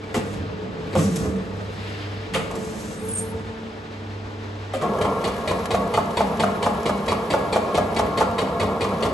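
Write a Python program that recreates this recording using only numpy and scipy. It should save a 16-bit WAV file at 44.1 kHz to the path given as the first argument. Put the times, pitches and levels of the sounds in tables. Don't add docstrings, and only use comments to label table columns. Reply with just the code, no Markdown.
import sys
import numpy as np
from scipy import signal
from scipy.fft import rfft, irfft, next_fast_len
from scipy.io import wavfile
from scipy.ndimage import uniform_filter1d

SR = 44100
rng = np.random.default_rng(int(sys.argv[2]) if len(sys.argv) > 2 else 0)


def wav_record(signal):
    frames = np.transpose(np.atleast_2d(signal))
    bounded = np.clip(frames, -1, 1)
    quanta = np.round(bounded * 32767).astype(np.int16)
    wavfile.write(sys.argv[1], SR, quanta)


def rack_gain(trim_db):
    fader = np.asarray(trim_db, float)
    return 10 ** (fader / 20)


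N = 402631
SIZE = next_fast_len(N + SR)

# [f/Hz, level/dB]
AIR_HISS = [(3000, -13.5), (5000, -10), (6000, -7), (7500, -6.5), (9500, -8.5), (11300, -11.5),
            (12500, -12.5)]
# [f/Hz, level/dB, t60/s]
FRAME_MODES = [(102, -4.5, 0.084), (158.6, -2.5, 0.21), (197.9, -5, 0.48), (219, -3.5, 0.12),
               (269.4, 3, 0.1), (321, 7.5, 0.036)]
# [f/Hz, level/dB, t60/s]
CASING_MODES = [(449, 1, 0.083), (529, 8, 0.031), (600, -9, 0.079), (663, -0.5, 0.11), (849, 0.5, 0.052),
                (936, 2, 0.026), (1060, -5, 0.06), (1110, -24.5, .05), (1337, -11, 0.076),
                (1664, -15, 0.14), (2140, -22, 0.033)]
# [f/Hz, level/dB, t60/s]
LATCH_MODES = [(2026, -8, 0.012), (2250, -10, 0.04), (2488, -8, 0.03), (2920, -11, 0.024),
               (3410, -8.5, 0.011), (3906, -13, 0.025), (4430, -7, 0.011)]
# [f/Hz, level/dB, t60/s]
POT_MODES = [(458.5, -3.5, 0.08), (537, 2.5, 0.031), (623, 5.5, 0.022), (680, 7, 0.025), (816, 4, 0.02),
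             (871.5, 2.5, 0.031), (990, 4, 0.024), (1085, -1, 0.045), (1200, -4, 0.018), (1359, -9.5, 0.05),
             (1667, -19.5, .06)]
# [f/Hz, level/dB]
STEEL_CRACK = [(710, -45), (1200, 0), (1710, -9.5), (1980, -3.5), (3080, -7), (5650, -18), (8440, -15),
               (9410, -14), (10800, -18.5), (12500, -23), (16200, -80)]
# [latch trips t/s, latch level/dB, pot drops home t/s, pot level/dB, struck spot f/Hz]
POCKET_EVENTS = [(5.0132, -25, 5.049, -17, 942), (5.2413, -23, 5.279, -18, 1090),
                 (5.4767, -22, 5.513, -10.5, 1000), (5.7084, -23, 5.746, -8, 685),
                 (5.939, -23, 5.976, -8, 720), (6.1719, -22, 6.207, -6.5, 600),
                 (6.398, -21.5, 6.436, -8.5, 646), (6.627, -22, 6.665, -9.5, 645),
                 (6.8577, -22.5, 6.894, -12, 710), (7.082, -21.5, 7.121, -12.5, 990),
                 (7.304, -22, 7.339, -8, 660), (7.5274, -21.5, 7.561, -6.5, 840),
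                 (7.747, -22, 7.778, -7.5, 650), (7.964, -22, 7.996, -6.5, 627),
                 (8.1752, -22.5, 8.209, -7, 600), (8.3839, -22.5, 8.418, -17.5, 821),
                 (8.599, -22, 8.629, -15.5, 680), (8.8095, -23, 8.849, -19, 480),
                 (9.0267, -23, 9.059, -20, 552)]


def rms_one(x):
    return x / np.sqrt(np.mean(x ** 2) + 1e-20)


def at_bins(points, size):
    hz = np.maximum(np.arange(size // 2 + 1) * SR / size, 1)
    table_hz, values = np.array(points)[:, 0], np.array(points)[:, 1]
    return np.interp(np.log(hz), np.log(table_hz), values)


def response(points, size=4096):
    cepstrum = irfft(np.log(rack_gain(at_bins(points, size))))
    cepstrum[1:size // 2] *= 2
    cepstrum[size // 2 + 1:] = 0
    pulse = irfft(np.exp(rfft(cepstrum)))
    return pulse / np.sqrt(np.sum(pulse ** 2))


def drift(rate):
    r = np.exp(-80 * np.pi * rate / SR)
    white = rng.standard_normal(N // 40 + 2002)
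    slow = signal.lfilter([1], [1, -2 * r, r * r], white)[2000:]
    return np.interp(np.arange(N) / 40, np.arange(len(slow)), rms_one(slow))


def noise(points, flutter_db, rate):
    white = rng.standard_normal(N + 4096)
    coloured = signal.oaconvolve(white, response(points))[4096:N + 4096]
    return rms_one(coloured * rack_gain(flutter_db * drift(rate)))


def swells(rows):
    t = np.arange(0, N + 32, 32) / SR
    s, rise, hold, fall, db = np.transpose(rows)[:, :, None]
    slope = np.minimum((t - s) / rise, (s + hold - t) / fall)
    power = rack_gain(2 * (db + 20 * np.minimum(slope, 0)))
    return np.interp(np.arange(N) / SR, t, np.sqrt(power.sum(axis=0)))


def resonate(x, hz, width_hz):
    r = np.exp(-np.pi * width_hz / SR)
    zeros = np.array([1, 0, -1]) * (1 - r * r) / 2
    return signal.lfilter(zeros, [1, -2 * r * np.cos(2 * np.pi * hz / SR), r * r], x)


def struck(modes, spread_db, crowd, spot=()):
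    t = np.arange(SR // 7, dtype=np.float32) / SR
    hz, level_db, t60 = np.float32(modes).T[:, :, None]
    for spot_hz in spot:
        level_db = level_db + 5.5 * np.exp(-(np.log(hz / spot_hz) / 0.16) ** 2)
    luck = np.float32(rng.standard_normal((2, 3, len(modes), 1)))
    detune = luck[1] * np.float32([.004, crowd, crowd])[:, None, None]
    turns = 2 * np.pi * hz * (1 + detune)
    family = np.sum(np.float32(rack_gain(spread_db * luck[0])) * np.sin(turns * t), axis=0)
    decay = np.exp(-np.log(1000) * t / t60) * (1 - np.exp(-hz * t))
    ring = np.sum(rack_gain(level_db) * decay * family, axis=0)
    return ring / np.sqrt(np.sum(ring ** 2))


def blows(events, main, body, crack, rise_s, hold_s, knock, offsets_db, stretch):
    out, t, snap = np.zeros(N + SR), np.arange(SR // 6) / SR, response(crack, size=512)
    dying = -60 * (np.sqrt(t ** 2 + hold_s ** 2) - hold_s)
    for s, main_db, body_db, crack_db, t60, *spot in events:
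        contacts = rng.standard_normal(len(t))
        contacts *= rack_gain(2.4 * rng.standard_normal(len(t) // 40 + 1)).repeat(40)[:len(t)]
        contacts *= np.minimum(t / rise_s, 1)
        push = contacts * rack_gain(body_db + offsets_db[1] + dying / (stretch[0] * t60))
        sound = signal.fftconvolve(push, struck(body, 1.1, 0.076))
        sound *= np.linalg.norm(push) / np.linalg.norm(sound)
        scrape = contacts * rack_gain(crack_db + offsets_db[2] + dying / (stretch[1] * t60))
        sound[:len(t)] += signal.fftconvolve(scrape, snap)[:len(t)]
        contacts[round(rise_s * SR)] += knock
        ring = signal.fftconvolve(contacts * rack_gain(dying / t60), struck(main, 0.91, 0.048, spot))
        sound += rack_gain(main_db + offsets_db[0]) * ring / np.abs(ring).max()
        at = round((s - rise_s) * SR)
        out[at:at + len(sound)] += sound
    return out[:N]


def swelling(hz, db, swell):
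    t = np.arange(SR // 3) / SR
    return rack_gain(db) * t / swell * np.exp(1 - t / swell) * np.sin(2 * np.pi * hz * t)


def workshop():
    # [f/Hz, level/dB]
    shop_colour = [(20, -41), (32, -20), (65, -11.5), (130, -17.5), (440, -18), (1340, -26.5),
                   (3880, -34.5), (8900, -52.5), (12500, -58.5)]
    return rack_gain(-38.5) * noise(shop_colour, 0.9, 15.0)


def other_machines(waver):
    # [f/Hz, level/dB]
    distant_tones = [(300.3, -46.5), (421, -46.5), (895, -56)]
    t = np.arange(N) / SR
    return sum(rack_gain(db + 1.7 * drift(2.3)) * np.sin(2 * np.pi * hz * t + waver) for hz, db in distant_tones)


def mains_hum(waver):
    # [multiple of the hum, level/dB]
    hum_partials = [(1., 0), (3., -24)]
    # [top reached t/s, rise/s per 20 dB, hold/s, fall/s per 20 dB, level/dB]
    hum_swells = [(0.35, 2.5, .1, .5, -36), (0.96, 0.2, 0.11, .5, -29), (1.55, 0.3, 0.67, 0.1, -31.5),
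                  (3.08, 0.12, 0.43, 0, -34), (4.1, .35, 0.62, 0.3, -31.5), (4.9, -1, 5., .3, -41)]
    t, hum_hz = np.arange(N) / SR, 99.8
    partials = sum(rack_gain(db) * np.sin(2 * np.pi * k * hum_hz * t + k * 0.15 * waver) for k, db in hum_partials)
    return rack_gain(1.2 * drift(6.) - 1.2) * swells(hum_swells) * partials


def pump(waver):
    # [multiple of the shaft tone, level/dB]
    overtones = [(2, 2.5), (3, -24), (4, -17)]
    # [fundamental level/dB, overtones level/dB]
    idle_db = [-48.5, -48.5]
    # [t/s, hold/s, level/dB]
    loads = [(0.2, .05, -43), (0.5, 0.31, -42.5), (1.15, 0.18, -37), (2.35, 0.25, -42), (3.5, 0.12, -48),
             (4.85, 5., -47)]
    # [t/s, hold/s, level/dB]
    hall_booms = [(0.05, .05, -46), (2.7, 0.95, -41.5), (4.0, 0.47, -46.5), (4.904, 5., -40)]
    # [t/s, hold/s, level/dB]
    surges = [(3.04, 0.06, -30.5), (3.215, .05, -33), (3.35, .03, -33)]
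    # [t/s, length/s, share of speed]
    slips = [(0.47, 0.4502, 0.03102), (2.629, .45, 0.01999)]
    t, pump_hz = np.arange(N) / SR, 223.5
    load = swells([(s, .2, hold, 0.31, db) for s, hold, db in loads])
    boom = swells([(s, .2, hold, 0.31, db) for s, hold, db in hall_booms])
    surge = swells([(s, .05, hold, 0.038, db) for s, hold, db in surges])
    slip = sum(share * np.clip(t - s, 0, length) for s, length, share in slips)
    shaft = 2 * np.pi * pump_hz * (t - slip) + waver
    upper = sum(rack_gain(db) * np.sin(k * shaft) for k, db in overtones)
    root_gain = (rack_gain(idle_db[0]) + boom) * rack_gain(10.5 * waver)
    upper_gain = (rack_gain(idle_db[1]) + load) * rack_gain(2.2 * drift(10.0))
    upper_gain += surge * rack_gain(1.5 * drift(40.) - 1.5)
    return root_gain * np.sin(shaft) + upper_gain * upper


def arm_drive():
    # [f/Hz, level/dB]
    rumble_colour = [(24, -51), (40, 0), (98, 2.5), (200, 6.5), (242, -3), (303, 0.5), (399, -7), (436, 5),
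                     (901, -19), (1150, -13), (2500, -28.5), (3250, -49), (5500, -120)]
    # [t/s, rise/s per 20 dB, hold/s, fall/s per 20 dB, level/dB]
    moves = [(0.19, .33, 0.63, .3, -34.5), (0.99, 0.27, .01, 0.18, -27), (1.2, .1, .02, 0.62, -28.5),
             (1.5, 0.28, .2, 1.2, -38.5), (2.38, 0.12, .01, .5, -33), (2.66, .4, 0.38, 1.05, -36)]
    rumble = noise(rumble_colour, 1.4, 7.9)
    rumble += rack_gain(-8) * rms_one(resonate(rumble, 193.2, 6.9))
    return swells(moves) * rumble


def air_leaks():
    # [f/Hz, level/dB]
    low_colour = [(500, -19), (1800, 0), (3000, -1), (5000, -7), (8000, -41)]
    # [t/s, rise/s per 20 dB, hold/s, fall/s per 20 dB, level/dB]
    low_leaks = [(0.2, .2, .7, .2, -53), (0.97, .05, .005, .06, -40), (1.82, 0.28, 0.22, .7, -39.5),
                 (2.42, .2, .05, .6, -49), (2.76, .15, .4, .3, -55)]
    # [t/s, rise/s per 20 dB, hold/s, fall/s per 20 dB, level/dB]
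    high_leaks = [(0.148, .01, .03, .04, -43), (0.3, .3, 0.047, .1, -53.5), (0.98, 0.039, 0.033, 0.27, -38),
                  (1.2, 0.33, 0.053, .1, -46), (1.83, .7, 0.08, 0.61, -58), (2.66, .3, .29, .1, -48.5),
                  (3.08, .2, 0.14, .3, -53)]
    low, high = noise(low_colour, 1.2, 12.), noise(AIR_HISS, 1.2, 20.)
    return rack_gain(-2.5) * swells(low_leaks) * low + rack_gain(4.5) * swells(high_leaks) * high


def whistle():
    # [t/s, rise/s per 20 dB, hold/s, fall/s per 20 dB, level/dB]
    edge_tones = [
        (3.09, .015, .05, .03, -36.5),
        (3.15, .03, 0.049, 0.05, -33),
        (3.175, .02, 0.025, .03, -40),
        (3.065, .1, .02, .1, -50),
        (3.2, .1, 0.056, .07, -48),
        (3.285, .03, .025, .04, -48),
        (3.05, .05, .055, .015, -45),
        (3.19, .015, .03, .04, -46),
    ]
    # [t/s, rise/s per 20 dB, hold/s, fall/s per 20 dB, level/dB]
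    drain = (3, .3, 0.13, .4, -57)
    high_row, low_row, side_row, *top_rows, last_row, early_row, late_row = edge_tones
    white = rng.standard_normal(N)
    high = resonate(resonate(white, 8980, 60), 9050, 300)
    high = rms_one(high + .05 * resonate(white, 7480, 80))
    low = resonate(resonate(white, 8597, 45), 8660, 200)
    low = rms_one(low + 0.18 * resonate(resonate(white, 8300, 150), 8300, 200))
    core = np.sin(2 * np.pi * 8595 * np.arange(N) / SR + 1.5 * drift(30.))
    beside = resonate(white, 7170, 200) + 0.3 * resonate(white, 6480, 120)
    beside = rms_one(beside + 0.8 * resonate(white, 8160, 120))
    top = rms_one(resonate(white, 11250, 120) + 0.47 * resonate(white, 10800, 150))
    last = rms_one(resonate(white, 10500, 150) + resonate(white, 10800, 150))
    tail = swells([drain])
    out = swells([early_row]) * rms_one(resonate(white, 9700, 350))
    out += swells([late_row]) * rms_one(resonate(white, 9400, 400))
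    out += rack_gain(5.5) * swells([high_row]) * high
    out += rack_gain(5) * (swells([low_row]) * (.7 * low + core) + tail * low)
    out += (swells([side_row]) + rack_gain(-6) * tail) * beside
    return out + swells(top_rows) * top + swells([last_row]) * last


def snaps():
    # [t/s, peak level/dB, body level/dB, crack level/dB, rattle t60/s]
    snap_events = [(0.0368, -31, -33, -60, .04), (0.8714, -32, -29, -57, 0.045),
                   (0.9298, -25, -18, -49, 0.07), (1.1593, -33, -23, -27, 0.043),
                   (2.5114, -34, -22, -40, 0.035), (2.5544, -40, -28, -39, 0.04)]
    return blows(snap_events, LATCH_MODES, CASING_MODES, AIR_HISS, 0.0016, 0.013, 3.4,
                 offsets_db=[-5, -12, 0], stretch=[1.2, 1.1])


def clunks():
    # [t/s, peak level/dB, thud level/dB, crack level/dB, rattle t60/s]
    clunk_events = [(0.1446, -10.5, -27, -25.5, 0.085), (0.168, -17, -28, -50, 0.082),
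                    (0.396, -30, -29, -58, .06), (0.912, -36, -28, -47, .054),
                    (0.953, -4.5, -14.5, -29.5, 0.052), (0.989, -16, -21, -31, .054),
                    (1.05, -25, -24, -48, 0.068), (1.119, -37, -27, -42, .093),
                    (1.236, -30, -24.5, -49, .099), (1.257, -21, -30, -46, .09),
                    (1.293, -43, -24, -44, .036), (1.359, -46, -28, -45, .084),
                    (2.339, -16.5, -27.5, -22, .12), (2.389, -20, -32, -51, .08),
                    (2.449, -23, -49, -55, .08), (2.554, -29, -31, -42, .1), (3.357, -28, -32, -56, 0.049),
                    (4.737, -15.5, -29, -32, 0.12), (4.8155, -15, -24.5, -33.5, .1)]
    spot_hz = 550
    rows = [(*row, spot_hz) for row in clunk_events]
    return blows(rows, CASING_MODES, FRAME_MODES, STEEL_CRACK, .0035, 0.022, 9,
                 offsets_db=[-4, -3, -3], stretch=[1.9, 1.5])


def magazine():
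    # [f/Hz, level/dB]
    growl_colour = [(30, -35), (45, -18), (72, -5.5), (193, -3), (320, -6.5), (455, 1.5), (680, -1),
                    (900, -5.5), (1150, -3.5), (1400, -14), (1520, -32), (2200, -42), (4000, -64)]
    # [f/Hz, level/dB]
    roller_colour = [(1100, -16.5), (1500, -17), (1900, -12), (4500, -20.5), (8200, -24), (9700, -20.5),
                     (11300, -19.5), (12500, -21.5)]
    # [f/Hz, width/Hz, level/dB]
    disc_modes = [(96.7, 7.1, -4.5), (198.3, 9.7, -1.5), (221.3, 6, -1.5), (294.2, 6, -7.5),
                  (430, 19.4, 1.5), (467, 18, 2.5), (686, 7.3, 0.5), (905, 10, -3.5), (1083, 17, 0),
                  (1362, 19, -6), (1664, 15, -10.5), (2237, 22, -16.5)]
    # [t/s, growl level/dB]
    gear_load = [(4.97, -31), (5.3, -31), (7.1, -30), (7.7, -28.5), (8.45, -28), (9.13, -28.5)]
    # [t/s, rise/s per 20 dB, hold/s, fall/s per 20 dB, level/dB]
    start_jerk = (5, 0.7, 0.13, 0.23, -25.5)
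    # [t/s, rise/s per 20 dB, hold/s, fall/s per 20 dB, level/dB]
    roller_runs = [(4.97, .3, 2.2, 7.9, -45.5), (9.01, 0.57, .05, .6, -47)]
    running = swells([(4.825, .03, N / SR, 1, 0)])
    load = rack_gain(np.interp(np.arange(N) / SR, *np.transpose(gear_load)))
    load += rack_gain(-7.5) * swells([start_jerk])
    teeth = (rng.random(N) < 4000 / SR) * rack_gain(2.0 * np.minimum(rng.exponential(1, N), 4))
    teeth = teeth * rng.choice([-1, 1], N)
    rings = rms_one(sum(rack_gain(db) * resonate(resonate(teeth, hz, width), hz, 8 * width) / np.sqrt(width)
                        for hz, width, db in disc_modes))
    growl = noise(growl_colour, 1.4, 25.) + rack_gain(-1.5) * rings
    ticks = (rng.random(N) < 6 / SR) * rng.exponential(1, N)
    jolts = 1 + 1.3 * signal.lfilter([1], [1, -np.exp(-1 / (0.0046 * SR))], ticks)
    return running * (load * growl + swells(roller_runs) * jolts * noise(roller_colour, 1.0, 30.))


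def shudder():
    # [f/Hz, level/dB, starts after/s, swells for/s]
    stand_modes = [(65.8, -36.5, .02, .04), (97.1, -33, 0.003, .03), (160.7, -32.5, 0.002, 0.017),
                   (195, -29.5, .03, 0.046), (268, -35.5, .045, 0.029), (160, -35.5, .1, .035),
                   (465, -30, .002, 0.011)]
    # [deep shudder level/dB, upper shudder level/dB, graze level/dB]
    pocket_shudders = [(-2, -2, -46), (0, -5, -42), (1, -1.5, -45), (1.5, 1.5, -41), (0, 0, -42),
                       (0, 3, -45), (-1, 3, -38), (1, -2.5, -41), (-2, 1, -44), (0, -4, -40),
                       (-4.5, 1, -39), (-2, -1, -39), (1.5, 0, -40), (3, -0.5, -39), (0.5, -3, -36),
                       (0, 1, -46), (5, 1, -43), (1, -1, -42), (0, 1, -42)]
    # [t/s, f/Hz, level/dB, swells for/s]
    heavy_booms = [(.155, 348, -26.5, .008), (.163, 235, -22, 0.011), (.205, 200, -29, .02),
                   (.385, 88, -27, 0.016), (.46, 100, -32, .012), (.955, 190, -22, .012),
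                   (.965, 99.7, -22, .02), (.978, 165, -17, 0.017), (1.03, 195, -19.5, 0.021),
                   (1.07, 190, -25, .012), (1.245, 430, -25.5, .014), (2.35, 519, -27, .012),
                   (3.31, 900, -38, .012), (7.6, 1085, -31, .04), (8.08, 1085, -30, .035),
                   (8.22, 1362, -31, .02), (5.75, 1120, -29, .025), (1.035, 98, -23.5, .02),
                   (1.112, 177.5, -21.5, 0.015), (1.17, 165, -26, .012), (1.27, 82, -26.5, 0.018),
                   (1.345, 190, -27, 0.024), (3.345, 85, -31, .015), (4.742, 534, -23, .014),
                   (4.735, 760, -27, 0.0047), (4.822, 1090, -27.5, 0.018), (4.83, 720, -25, .012),
                   (4.895, 204, -25, .012), (7.78, 1667, -36, 0.021), (8.53, 686, -27.5, .035),
                   (8.64, 1070, -25, .008), (8.61, 430, -27, .012)]
    # [f/Hz, level/dB]
    graze_colour = [(1400, -32), (1700, 0), (3000, 0), (4500, -3), (6000, 0), (8300, -6.5), (11000, -3.5),
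                    (12500, -11)]
    # [t/s, rise/s per 20 dB, hold/s, fall/s per 20 dB, level/dB]
    stray_ticks = [(4.986, .002, .003, .01, -42), (6.273, .002, .002, .01, -46),
                   (7.947, .002, .003, .01, -40), (0.995, .012, .012, .03, -38)]
    # [t/s, peak level/dB]
    roller_ticks = [(4.9332, -38), (5.1013, -35), (5.2126, -31), (5.3184, -34), (5.3832, -34),
                    (5.4096, -34), (5.5912, -32), (5.6416, -36), (5.8745, -37), (6.0556, -34), (6.106, -31),
                    (6.2871, -35), (6.3689, -32), (6.5176, -36.5), (6.7456, -38), (6.8014, -36),
                    (6.8304, -30), (7.0614, -25), (7.2234, -39), (7.6274, -38), (8.9414, -43),
                    (9.0054, -33)]
    out = np.zeros(N + SR)
    luck = rng.standard_normal((len(POCKET_EVENTS), len(stand_modes), 2))
    rows = [(s, hz, db + 1.5, swell) for s, hz, db, swell in heavy_booms]
    for (s, *_), (deep_db, upper_db, _), chance in zip(POCKET_EVENTS, pocket_shudders, luck):
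        for (hz, db, after, swell), (louder, sharper) in zip(stand_modes, chance):
            shift_db = deep_db if hz < 120 else upper_db
            rows.append((s + after, hz * (1 + .015 * sharper), db + shift_db + 1.5 * louder, swell))
    for s, hz, db, swell in rows:
        at = round(s * SR)
        out[at:at + SR // 3] += swelling(hz, db, swell)
    scrapes = [(row[2] - 0.008, 0.0036, .012, .03, db + 2.0)
               for row, (*_, db) in zip(POCKET_EVENTS, pocket_shudders)]
    ticks = [(s, .002, .003, 0.013, db - 11) for s, db in roller_ticks]
    return out[:N] + swells(scrapes + stray_ticks + ticks) * noise(graze_colour, 3.3, 150.)


def latches():
    # [f/Hz, level/dB]
    tick_colour = [(900, 7), (1800, 2.5), (2400, 2.5), (4500, -1), (6000, -7.5), (8300, -6.5), (9500, -2.5),
                   (11200, -16), (12400, -18.5)]
    rows = [(s, db + 7, db + 3.5, db, 0.088) for s, db, *_ in POCKET_EVENTS]
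    return blows(rows, LATCH_MODES, POT_MODES, tick_colour, .0035, .024, 1.5,
                 offsets_db=[-9.5, -5.5, -5], stretch=[1.1, 1.3])


def pots():
    upper_spots = [552, 600, 662, 1120, 900, 832, 999, 859, 1000, 466, 795, 640, 1000, 888, 867, 460, 1080,
                   1070, 853]
    # [t/s, peak level/dB, crack level/dB, struck
    # spot f/Hz]
    further_knocks = [(1.252, -28, -50, 620), (2.358, -18.5, -32, 525), (2.41, -31, -45, 1150),
                      (2.505, -24.5, -48, 880), (2.544, -28, -50, 743), (2.566, -28, -45, 480),
                      (8.217, -9, -31, 870), (7.167, -25, -50, 686)]
    rows = [(s, db, -26.5, -25 + 0.43 * db, 0.04, hz, upper_hz)
            for (_, _, s, db, hz), upper_hz in zip(POCKET_EVENTS, upper_spots)]
    rows += [(s, db, -42, crack_db, .05, hz) for s, db, crack_db, hz in further_knocks]
    return blows(rows, POT_MODES, FRAME_MODES, STEEL_CRACK, 0.003006, 0.009, 8,
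                 offsets_db=[1.2, -4, -5], stretch=[1.5, 2.2])


def hall(x):
    t60_s, level_db, cut_hz = 0.61, -8.5, 10400
    t = np.arange(SR) / SR
    tail = rng.standard_normal(SR) * rack_gain(-60 * t / t60_s) * np.minimum(t / 0.0082, 1)
    tail = signal.sosfilt(signal.butter(1, cut_hz, fs=SR, output="sos"), tail)
    return rack_gain(level_db) * signal.oaconvolve(x, tail / np.sqrt(np.sum(tail ** 2)))[:N]


def widen(x, share, smear_s):
    t = np.arange(SR // 8) / SR
    scatter = rfft(rng.standard_normal(len(t)) * rack_gain(-60 * t / smear_s), SIZE)
    scatter /= np.sqrt(uniform_filter1d(np.abs(scatter) ** 2, size=SIZE // 150))
    scatter -= uniform_filter1d(scatter.real, size=SIZE // 150)
    side = irfft(rfft(x, SIZE) * scatter * rack_gain(at_bins(share, SIZE)), SIZE)[:N]
    return np.array([x + side, x - side])


def scene():
    # [f/Hz, level/dB]
    far_share = [(60, -21), (200, -7.5), (700, -2.5), (1500, 1), (3500, -4.5), (6000, -3), (7200, -19),
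                 (7800, -34), (12000, -39)]
    # [f/Hz, level/dB]
    near_share = [(60, -34), (200, -27), (700, -25), (1200, -8), (1700, -1.5), (2200, -9), (3200, 1.5),
                  (4500, -7), (6000, -6), (7400, -15), (8700, -16), (9200, -17), (10200, -17), (12000, -27)]
    waver = .25 * drift(3.0)
    tones = other_machines(waver) + mains_hum(waver) + pump(waver)
    hits = snaps() + clunks() + latches() + pots()
    far = workshop() + arm_drive() + air_leaks() + hall(hits)
    near = tones + whistle() + magazine() + shudder() + hits
    return widen(near, near_share, 0.04) + widen(far, far_share, 0.12)


def roll_off(x):
    return signal.sosfilt(signal.butter(12, 12970, fs=SR, output="sos"), x)


def record(dry):
    # [f/Hz, turn/half cycles]
    port_turn = [(100, 0), (500, -.08), (4000, -.1), (5500, 0), (8050, 0), (8500, .3), (9150, 1),
                 (10150, 1), (10500, 1.5), (10900, 2)]
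    # [f/Hz, level/dB]
    port_tilt = [(60, -.4), (300, -.8), (1000, 0), (3000, 1.5), (4500, 1.5), (5600, 0)]
    # [f/Hz, level/dB]
    mic_band = [(20, -16), (45, -3), (60, 0), (11600, 0), (11950, -14), (12350, -55)]
    rounded = 0.81 * np.tanh(dry / 0.78)
    turn = np.exp(.5j * np.pi * at_bins(port_turn, SIZE)) * rack_gain(-at_bins(port_tilt, SIZE) / 2)
    spectrum = rfft(rounded, SIZE) * rack_gain(at_bins(mic_band, SIZE))
    ports = irfft(spectrum * np.array([1 / turn, turn]), SIZE)[:, :N]
    return roll_off(ports)


dry = scene()
out = record(dry)
wav_record(out)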